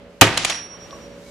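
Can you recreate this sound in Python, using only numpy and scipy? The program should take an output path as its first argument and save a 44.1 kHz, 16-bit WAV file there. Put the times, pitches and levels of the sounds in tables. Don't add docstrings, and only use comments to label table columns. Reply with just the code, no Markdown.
import sys
import numpy as np
from scipy import signal
from scipy.fft import rfft, irfft
from scipy.io import wavfile
from scipy.ndimage import uniform_filter1d

SR = 44100
rng = np.random.default_rng(int(sys.argv[2]) if len(sys.argv) > 2 else 0)


def volts_from_decibels(level):
    exponent = np.asarray(level, float) / 20
    return 10 ** exponent


def unload_audio(sound):
    columns = np.transpose(np.atleast_2d(sound))
    steps = np.round(np.clip(columns, -1, 1) * 32767)
    wavfile.write(sys.argv[1], SR, steps.astype(np.int16))


N = 57330
T = np.arange(N) / SR
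BLOW_S = .2114


def evened(x):
    return x / np.sqrt(np.mean(x ** 2) + 1e-20)


def read(points, hz):
    f, value = np.transpose(points)
    return np.interp(np.log(hz + 1), np.log(f + 1), value)


def curve(table, column):
    rows = np.array(table)
    return np.interp(T, rows[:, 0], rows[:, column])


def colour(x, points):
    log_gain = np.log(volts_from_decibels(read(points, abs(np.fft.fftfreq(4096, 1 / SR)))))
    phase = -signal.hilbert(log_gain).imag
    taps = np.fft.ifft(np.exp(log_gain + 1j * phase)).real[:2048]
    return signal.oaconvolve(x, taps[None] / np.linalg.norm(taps), axes=1)[:, :N]


def pair(same, source=None):
    middle, side = rng.standard_normal((2, N))
    if source is not None:
        middle, side = source, source * np.sign(side)
    likeness = np.clip(read(same, np.fft.rfftfreq(N, 1 / SR)), 0, 1)
    m = np.sqrt((1 + likeness) / 2) * rfft(middle)
    s = np.sqrt((1 - likeness) / 2) * rfft(side)
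    return irfft(np.array([m + s, m - s]), N)


def fall(start_s, t60, rise=.0002):
    t = np.maximum(T - start_s, 0)
    return np.minimum(t / rise, 1) * volts_from_decibels(-60 * t / t60)


def banded(x, start_s, t60s):
    octave = np.log2(np.fft.rfftfreq(N, 1 / SR) + 1)
    spectrum, out = rfft(x), 0
    elapsed = np.maximum(T - start_s, 0)
    for k in range(4, 16):
        share = np.clip(1 - abs(octave - k), 0, 1)
        out = out + irfft(spectrum * share, N) * volts_from_decibels(-60 * elapsed / read(t60s, 2. ** k))
    return out


def modes(start_s, rows):
    out = 0
    for hz, db, t60, rise in rows:
        phase, skew = rng.random(2) * [1, .04]
        if hz <= 150:
            phase = 1 / 4
        turns = hz * (T - start_s) + phase + np.array([[0], [skew]])
        out = out + volts_from_decibels(db) * fall(start_s, t60, rise) * np.sin(2 * np.pi * turns)
    return out


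# f/Hz, t60/s
ROOM_T60 = [(100, 0.82), (500, 0.81), (2000, 0.42), (6000, 0.14), (14000, 0.38)]
ROOM_DB = -18.5


def room(x):
    taps = np.zeros((2, N))
    at = np.arange(200, N - 20, 20) + rng.integers(0, 20, (2, (N - 201) // 20))
    np.put_along_axis(taps, at, rng.choice([-1., 1.], at.shape), 1)
    tail = banded(taps + 0.69 * taps[::-1], 0, ROOM_T60)
    return signal.fftconvolve(x.mean(0)[None], tail / np.linalg.norm(tail[0]), axes=1)[:, :N]


# t/s, rumble level/dB, hum offset/dB, hiss level/dB
BACKGROUND = [(0, -47, 3, -124), (.1, -49.5, 2.5, -67), (.2, -51.5, -1, -65), (.3, -59, -6, -87),
              (.72, -44, -1.5, -95), (.81, -43.5, 1.5, -60.5), (.9, -43.5, 3.5, -56.5),
              (1.0, -43, 5.5, -55.5), (1.12, -45.5, 6, -62.5), (1.3, -48, 3.5, -51)]
# f/Hz, level per Hz/dB
RUMBLE = [(20, -22.5), (60, 3), (185, -1.5), (550, 1), (700, -5), (3000, -12.5), (8000, -31.5),
          (15400, -46.5)]
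# f/Hz, level per Hz/dB
HISS = [(1500, -23), (4000, 0.5), (7000, -0.5), (11000, -11), (13500, -11.5), (15000, -32)]
# f/Hz, left-right likeness/0-1
AIR_SAME = [(60, 0.77), (240, 0.8), (950, 0.68), (3770, 0.17), (15000, 0.068)]
# f/Hz, left minus right/dB
LEAN = [(60, -3.5), (240, -0.5), (950, -1), (3770, -1.5), (15000, -14)]


def air():
    lean = volts_from_decibels(np.array([[.5], [-.5]]) * read(LEAN, np.fft.rfftfreq(N, 1 / SR)))
    rumble = irfft(rfft(colour(pair(AIR_SAME), RUMBLE)) * lean, N)
    hiss = colour(pair(AIR_SAME), [(20, -78)] + HISS)
    return rumble * volts_from_decibels(curve(BACKGROUND, 1)) + hiss * volts_from_decibels(curve(BACKGROUND, 3))


# f/Hz, level/dB
HUM = [(59.2, -64.5), (177.6, -56.5), (236.9, -57.5), (296.1, -64), (423, -59.5), (483, -59.5),
       (565.2, -52.5), (646.0, -66.5)]
HUM_WAVER_HZ, HUM_NOISE_DB = 8, -12


def hum():
    r, out = np.exp(-np.pi * HUM_WAVER_HZ / SR), 0
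    for hz, db in HUM:
        a, b = rng.standard_normal((2, N))
        halo = signal.lfilter([1], [1, -r], a + 1j * b) * np.sqrt((1 - r * r) / 2)
        carrier = np.exp(2j * np.pi * (hz * T + rng.random()))
        out = out + volts_from_decibels(db) * np.sqrt(2) * ((1 + volts_from_decibels(HUM_NOISE_DB) * halo) * carrier).real
    return out * volts_from_decibels(curve(BACKGROUND, 2)) * volts_from_decibels(np.array([[-1.2], [1.2]]))


# f/Hz,
# level/dB, t60/s, rise/s
KNOCKS = [(3700, -22, .003, .0003), (4500, -20, .005, .0003), (6500, -26, .006, .0003),
          (6900, -23, .01, .0003), (1110, -31, .075, .002), (560, -31, .03, .0015), (620, -34, .03, .001),
          (570, -39, .04, .002), (1100, -43, .12, .001), (2230, -51.5, .4, .012), (1160, -44, .2, .003),
          (1850, -44, .03, .001), (2330, -55, .2, .01), (4000, -58, .3, .01), (3800, -55, .1, .003)]
KNOCK_AT = [.9088, .4035, .4355, .478, .9278, .9285, .953, 1.001, .74, 1.25, .897, .935, 1.283, 1.272,
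            1.218]


def knocks():
    return sum(modes(s, [row]) for s, row in zip(KNOCK_AT, KNOCKS))


# level/dB, t60/s, rise/s
RING = [(-46, 2.4, .03), (-37, 1.6, .03), (-27, .55, .09), (-39, .25, .004), (-57, 1.5, .01),
        (-50, .7, .005), (-44, .28, .004), (-47.5, .42, .004), (-55, .6, .05), (-58, .7, .02)]
# t/s, f/Hz
RING_AT = [(.629, 5670.9), (.45, 5661), (.476, 5661), (.376, 5661), (.25, 10757), (.376, 10757),
           (.449, 10757), (.498, 10757), (.52, 10768), (.26, 10985)]
IN_STEP_S = .633, .648
GRIP_S, GRIP_DB_PER_S = 1.08, 95


def ring():
    tone = 0
    for (start_s, hz), (db, t60, rise) in zip(RING_AT, RING):
        in_step_s = IN_STEP_S[int(hz > 8000)]
        tone = tone + volts_from_decibels(db) * fall(start_s, t60, rise) * np.sin(2 * np.pi * hz * (T - in_step_s))
    grip_db = GRIP_DB_PER_S * np.maximum(T - GRIP_S, 0)
    return np.sqrt(2) * tone * volts_from_decibels(np.array([[-3], [2.2]]) - grip_db)


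# f/Hz, left-right likeness/0-1
HIT_SAME = [(60, 1), (240, 1), (950, 0.82), (3000, 0.37), (15000, 0.12)]
# t/s, level/dB, jingle level/dB
CHATTER = [(.23, -12, -64), (.27, -24.5, -43), (.35, -29, -79), (.39, -29, -33), (.44, -33.5, -33),
           (.48, -31, -31.5), (.53, -34, -32.5), (.6, -38.5, -53), (.7, -51.5, -91)]
# f/Hz, level per Hz/dB
CHATTER_TONE = [(60, -42), (150, 6.5), (400, -9), (1700, 4.5), (3200, 3), (6000, -6.5), (10500, -22),
                (12500, -45.5)]
# f/Hz, level per Hz/dB
JINGLE = [(1500, 0.5), (3500, 4.5), (7000, 1.5), (10000, -15), (12000, -28), (15000, -63)]
CHATTER_PER_S, CHATTER_SPREAD_DB = 6000, 2.2


def chatter():
    sizes = volts_from_decibels(CHATTER_SPREAD_DB * np.minimum(rng.exponential(1, N), 4))
    ticks = sizes * (rng.random(N) < CHATTER_PER_S / SR) * rng.choice([-1, 1], N)
    ticks = pair(HIT_SAME, evened(ticks))
    dull = colour(ticks, CHATTER_TONE) * volts_from_decibels(curve(CHATTER, 1))
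    bright = colour(ticks, JINGLE) * volts_from_decibels(curve(CHATTER, 2))
    rest_db = 25 * np.maximum(T - CHATTER[-1][0], 0)
    return (dull + bright) * volts_from_decibels(np.array([[-1], [1]]) - rest_db) * (T > BLOW_S)


# f/Hz, level/dB, t60/s, rise/s
CONTACTS = [(4180, -6, 0.012, 0.00015), (9900, -19, 0.0062, .0002), (3010, -12, 0.014, 0.00027),
            (5340, -19, 0.013, 0.00027), (4740, -11.5, 0.012, .0001), (9670, -10.5, 0.004, .0001),
            (6660, -31, 0.015, .0003), (2480, -32, 0.016, 0.00033), (3050, -23, .025, 0.00038),
            (3270, -32, .015, 0.00013), (1320, -27, 0.022, 0.00041), (2600, -20, .015, 0.00023),
            (2020, -14.5, 0.0079, 0.00045)]
CONTACT_AT = [.3762, .3763, .3787, .3768, .4482, .4482, .4518, .4565, .5017, .5065, .503, .5235, .5265]


def contacts():
    return sum(modes(s, [row]) for s, row in zip(CONTACT_AT, CONTACTS))


# peak level/dB, first touch level/dB, gap to the full landing/ms, t60/s, hardness/0-1
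LANDINGS = [
    (-14, -4, 3.5, .06, .2),
    (-12, -5, 2.6, .026, 1),
    (-13, 1, 2.7, .026, 1),
    (-15, -1, 3.2, .045, .65),
]
LANDING_AT = [.2685, .3737, .4481, .4978]
# f/Hz, level per Hz/dB
HARD = [(120, -39), (200, -14), (748, 0), (1540, -7), (3060, 6), (5360, -5), (6650, -3), (13200, -20.5),
        (15000, -67)]
# f/Hz, level per Hz/dB
SOFT = [(300, -2.5), (2500, 19), (5000, -18.5), (15000, -29)]
# f/Hz, level per Hz/dB
TICK = [(300, -12), (1000, 16), (3500, -5), (9000, 7.5), (14500, -46)]
# f/Hz, width/Hz, level/dB
BAR = [(2060, 140, 7.5), (2780, 210, 9), (3970, 330, -27.5), (5350, 130, -24), (6100, 280, -2),
       (6750, 227, 14), (8230, 160, -3), (11500, 310, -39.5)]
TICK_DB, CLACK_DB, LAND_PAN_DB = 10, -6, -2.5


def landings():
    noise, out, ticks = pair(HIT_SAME), 0, np.zeros((2, N))
    hard, soft = colour(noise, HARD), colour(noise, SOFT)
    bar = [(hz, db, 1.83 / width, 0.00062) for hz, width, db in BAR]
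    for s, (db, touch_db, gap_ms, t60, hardness) in zip(LANDING_AT, LANDINGS):
        for at, part_db in ((s, touch_db), (s + gap_ms / 1000, 0)):
            burst = (hardness * hard + (1 - hardness) * soft) * fall(at, t60)
            clack = hardness * volts_from_decibels(CLACK_DB) * 0.67 * modes(at, bar)
            out = out + volts_from_decibels(db + part_db) * (0.9 * burst + clack)
            ticks[:, round(at * SR)] = hardness ** 2 * volts_from_decibels(db + part_db + TICK_DB)
    return (out + colour(ticks, TICK)) * volts_from_decibels(np.array([[.5], [-.5]]) * LAND_PAN_DB)


# f/Hz, level per Hz/dB
BLOW = [(30, -45), (110, -9), (300, -9), (600, -1), (1100, 0), (1550, -8), (2700, 0.5), (4500, -11.5),
        (7800, -6), (15000, -33.5)]
# f/Hz, t60/s
BLOW_T60 = [(60, 0.1), (300, 0.037), (1000, 0.033), (3000, 0.031), (8000, 0.0048), (15000, 0.0452)]
# f/Hz, level/dB, t60/s, rise/s
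BENCH = [(453, -8.5, 0.13, 0.0058), (289.6, 12, 0.077, 0.01), (539.7, -2.5, 0.19, 0.0033),
         (1096, -2, 0.082, 0.0023), (1200, 3.5, .1, .005), (405.7, -8, 0.3, .008), (650.5, 0, 0.14, 0.0028),
         (240.3, -11, 0.35, 0.0062), (1817, -0.5, .12, 0.0031), (2332, -3.5, 0.13, 0.0031),
         (171.4, -4.5, 0.2, 0.012), (321, -3.5, 0.14, 0.0067), (775, -0.5, .1, 0.0031),
         (1282, -9.5, 0.23, 0.0066),
         (106, 6, .06, .001), (365, -7, .25, .008), (109, -7, .42, .003)]
BLOW_DB, BLOW_HOLD_S, BENCH_DB = 10, .006, -10


def blow():
    crash = banded(colour(pair(HIT_SAME), BLOW), BLOW_S + BLOW_HOLD_S, BLOW_T60) * (T > BLOW_S)
    return volts_from_decibels(BLOW_DB) * crash + volts_from_decibels(BENCH_DB) * modes(BLOW_S, BENCH)


def scene():
    near = blow() + landings() + chatter() + knocks() + contacts()
    return near + volts_from_decibels(ROOM_DB) * room(near) + ring() + hum() + air()


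def drop_weak_top(x):
    hz, _, z = signal.stft(x, SR, nperseg=1024)
    power = uniform_filter1d((abs(z) ** 2).mean(0), size=8, axis=0)
    treble = power[(hz > 2000) & (hz < 8000)].mean(0)
    keep = (hz[:, None] < 9600) | (power > treble * volts_from_decibels(2 * -31))
    return signal.istft(z * keep, SR, nperseg=1024)[1][:, :N]


def band_limit(x):
    return signal.sosfilt(signal.butter(12, 15570, fs=SR, output="sos"), x)


def record(dry):
    ceiling, knee = 1.0, 6
    clipped = dry / (1 + abs(dry / ceiling) ** knee) ** (1 / knee)
    edge = signal.firwin(255, 15600, window=("kaiser", 5), fs=SR)[None]  # low-pass, Hz
    limited = signal.oaconvolve(drop_weak_top(clipped), edge, "same")
    return band_limit(np.clip(limited, -1, 1))


dry = scene()
out = record(dry)
unload_audio(out)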